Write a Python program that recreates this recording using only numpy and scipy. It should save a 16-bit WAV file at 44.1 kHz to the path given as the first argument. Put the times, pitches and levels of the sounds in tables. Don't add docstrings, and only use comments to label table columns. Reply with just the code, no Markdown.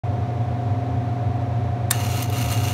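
import sys
import numpy as np
from scipy import signal
from scipy.fft import rfft, irfft
from scipy.io import wavfile

SR = 44100
rng = np.random.default_rng(int(sys.argv[2]) if len(sys.argv) > 2 else 0)


def bounce(signal):
    frames = np.transpose(np.atleast_2d(signal))
    limited = np.clip(frames, -1, 1)
    pcm = np.round(limited * 32767).astype(np.int16)
    wavfile.write(sys.argv[1], SR, pcm)


N = 120393
T = np.arange(N) / SR
FREQS = np.fft.rfftfreq(N, 1 / SR)


def from_db(db):
    return 10 ** (np.asarray(db) / 20)


def unit_rms(x):
    return x / np.sqrt(np.mean(x ** 2) + 1e-20)


def colour(points):
    hz, db = np.transpose(points)
    return from_db(np.interp(np.log(FREQS + 1), np.log(hz), db))


def resonance(hz, width_hz):
    return 1j * FREQS * width_hz / (hz ** 2 - FREQS ** 2 + 1j * FREQS * width_hz)


def filtered(x, response):
    return irfft(rfft(x) * response, N)


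def noise(response):
    return unit_rms(filtered(rng.standard_normal(N), response))


def drift(rate_hz):
    return noise(1 / (1 + (FREQS / rate_hz) ** 2))


def sine(hz, waver_rad=0):
    return np.sqrt(2) * np.sin(2 * np.pi * (hz * T + rng.random()) + waver_rad)


def contour_db(points):
    return np.interp(T, *np.transpose(points))


def decay(start_s, t60_s):
    return (T >= start_s) * from_db(-60 * np.clip((T - start_s) / t60_s, 0, 5))


def fade_in(full_at_s, rise_s):
    return np.clip((T - full_at_s) / rise_s + 1, 0, 1)


def refrigeration_hum():
    # pitch_hz, level_db
    tones = [(119.9, -26), (703.6, -37), (730.1, -39.5), (783, -54.5)]
    # time_s, level_db
    swell_levels = [(.4, -54.5), (.7, -35.5), (1.45, -39.5), (1.8, -52), (2.6, -37.5)]
    waver_db, waver_rad = -0.07, 0.8
    hum = sum(from_db(db + waver_db * drift(rate_hz=6.6)) * sine(hz) for hz, db in tones)
    swell = from_db(contour_db(swell_levels)) * sine(264.8, waver_rad * drift(rate_hz=4.4))
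    return hum + swell


def fan():
    # time_s, level_db
    rumble_levels = [(.05, -31), (.1, -21), (.16, -30), (.24, -22), (.31, -35), (.39, -25), (.56, -28.5),
                     (.62, -37.5), (.7, -20), (.86, -33.5), (.97, -22.5), (1.03, -32.5), (1.1, -25.5),
                     (1.18, -38), (1.27, -20.5), (1.34, -28.5), (1.72, -24.5), (1.8, -36), (1.85, -22.5),
                     (1.92, -35.5), (1.99, -24), (2.18, -26), (2.23, -36), (2.3, -23), (2.41, -28),
                     (2.57, -21.5), (2.72, -26)]
    # freq_hz, gain_db
    air_spectrum = [(25, -37), (50, -12.5), (140, -6), (190, 0.5), (290, -2.5), (330, -6), (420, -2),
                    (480, -8.5), (560, -2), (680, -9.5), (830, -10.5), (930, -10), (1400, -19), (2400, -24),
                    (2900, -29.5), (3900, -30), (4900, -38), (5800, -37.5), (7800, -45.5), (16000, -58)]
    rumble_hz, waver_rad = 97.6, 1.69
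    rumble = from_db(contour_db(rumble_levels)) * sine(rumble_hz, waver_rad * drift(rate_hz=6))
    low_cut = np.clip(2 * FREQS / rumble_hz - 1, 0, 1) ** .5
    panel = from_db(-41) * noise(resonance(250.9, width_hz=44.5) ** 3)
    air = from_db(-33.5) * noise(colour(air_spectrum))
    return filtered(rumble, low_cut) + panel + air


def lever_switch():
    # start_s, level_db
    impacts = [(1.9047, -20), (1.908, -13), (1.9094, -2), (1.91, 1), (1.9111, -4), (1.913, -6)]
    # pitch_hz, level_db, t60_s
    modes = [(1787, -28, 0.097), (3667, -20.5, 0.026), (7270, -23, 0.029), (7490, -17.5, 0.024),
             (8600, -19, .025), (8870, -15.5, 0.022), (11050, -22, .025), (12430, -17, 0.018),
             (13010, -21, 0.018)]
    # freq_hz, gain_db
    crack_spectrum = [(300, -33), (1300, 0.5), (2600, -5.5), (5000, -3.5), (8500, -2), (12000, -2),
                      (16000, -3.5)]
    # freq_hz, gain_db
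    echo_spectrum = [(400, -25), (1150, 5), (1450, 2), (1800, 6), (2300, -7), (4200, -6), (9000, -7),
                     (16000, -33)]

    def struck(t60_s, rise_s=0.00022):
        envelopes = (from_db(db) * decay(start_s, t60_s) * np.clip((T - start_s) / rise_s, 0, 1)
                     for start_s, db in impacts)
        return np.sqrt(sum(envelope ** 2 for envelope in envelopes))

    crack = from_db(-10) * noise(colour(crack_spectrum)) * struck(t60_s=0.015)
    echo = from_db(-30) * noise(colour(echo_spectrum)) * struck(t60_s=0.14)
    ring = sum(from_db(db) * struck(t60_s) * sine(hz) for hz, db, t60_s in modes) / np.sqrt(2)
    return crack + ring + echo


def gear_ticks():
    # start_s, level_db, ring_hz, ring_db
    knocks = [(2.2235, -23, 6500, 11), (2.2277, -21, 14000, 4), (2.2991, -25.5, 3400, 14),
              (2.383, -30, 6440, 7), (2.415, -29, 6360, 17), (2.514, -27.5, 8650, 8), (2.524, -24, 4280, 2),
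              (2.527, -24, 1250, 27)]
    # freq_hz, gain_db
    spectrum = [(500, -16), (2000, -8), (3400, -4.5), (7800, -2.5), (9600, 0), (10700, -3.5), (13200, 4.5),
                (16000, -8)]
    ticks = np.zeros(N)
    for start_s, level_db, ring_hz, ring_db in knocks:
        ring = 1 + from_db(ring_db) * resonance(ring_hz, width_hz=450)
        ticks += from_db(level_db) * decay(start_s, t60_s=0.015) * noise(colour(spectrum) * ring)
    return ticks


def gear_whir():
    # freq_hz, gain_db
    spectrum = [(200, -14), (600, -0.5), (1250, 4), (1650, 0), (2300, 1.5), (2700, 5), (3000, -1),
                (3500, 0.8), (5300, -4), (6400, -2), (7900, -7.5), (9600, -2), (10400, -11.5), (11100, -6),
                (13000, -5), (16000, -12)]
    # centre_hz, width_hz, gain_db
    modes = [(918, 43, 8.5), (1980, 46, 4.5), (2830, 125, 10), (4060, 70, 6), (4260, 140, 7.5),
             (5780, 130, 6), (6290, 140, 10), (6630, 110, 6.5), (6900, 80, 4), (7150, 50, 13.5),
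             (7240, 55, 6.5), (8650, 190, -3), (12500, 200, 1), (13100, 110, 7)]
    contacts_per_s, spread_db, rattle_db = 3500, 2.5, 1.34
    mesh_hz, throb_hz = 391.0, 119.9
    strengths = from_db(spread_db * np.minimum(rng.exponential(1, N), 4)) * rng.choice([-1, 1], N)
    contacts = unit_rms(strengths * (rng.random(N) < contacts_per_s / SR))
    rubbing = from_db(-4) * rng.standard_normal(N)
    mesh = 0.12 * np.cos(2 * np.pi * mesh_hz * T)
    throb = 0.17 * np.cos(2 * np.pi * throb_hz * T)
    rattle = from_db(rattle_db * drift(rate_hz=57))
    drive = (contacts + rubbing) * np.exp(mesh + throb) * rattle
    mode_power = sum(abs(from_db(db) * resonance(hz, width_hz) ** 2) ** 2 for hz, width_hz, db in modes)
    housing = colour(spectrum) * np.sqrt(1 + mode_power)
    return unit_rms(filtered(drive, housing))


def vend_motor():
    # time_s, level_db
    levels = [(1.93, -35.5), (2.07, -33.5), (2.12, -34.5), (2.18, -33), (2.225, -33), (2.255, -41),
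              (2.3, -42.5), (2.335, -34.5), (2.41, -32), (2.495, -35.5), (2.526, -30), (2.575, -36.5),
              (2.66, -31.7), (2.73, -35.5)]
    # pitch_hz, level_re_whir_db
    partials = [(958, -20), (1239, -16), (1303, -17.5), (1359, -29), (2148, -19), (2233, -20),
                (2403, -18.5), (2878, -16.5)]
    start_s, waver_db, waver_rad = 1.925, 2.5, 1.2
    treble_hz, treble_db_per_db = 7500, 0.29
    whir = gear_whir()
    whine = sum(from_db(db + waver_db * drift(rate_hz=12)) * sine(hz, waver_rad * drift(rate_hz=12))
                for hz, db in partials)
    level_db = contour_db(levels)
    swing_db = level_db - level_db[T > start_s].mean()
    treble = filtered(whir, FREQS ** 4 / (FREQS ** 4 + treble_hz ** 4))
    brightening = (from_db(treble_db_per_db * swing_db) - 1) * treble
    return (whir + brightening + whine) * from_db(level_db) * fade_in(start_s, rise_s=0.0062)


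def scene():
    return (refrigeration_hum() + fan() + lever_switch() + vend_motor() + gear_ticks())[None]


def record(dry):
    peak_limit, cutoff_hz = 0.8, 15700
    opened = dry * fade_in(full_at_s=0.0385, rise_s=0.0035)
    rounded = opened / (1 + (opened / peak_limit) ** 6) ** (1 / 6)
    low_pass = signal.ellip(12, .1, 80, cutoff_hz, fs=SR, output="sos")
    return signal.sosfilt(low_pass, rounded)


dry = scene()
out = record(dry)
bounce(out)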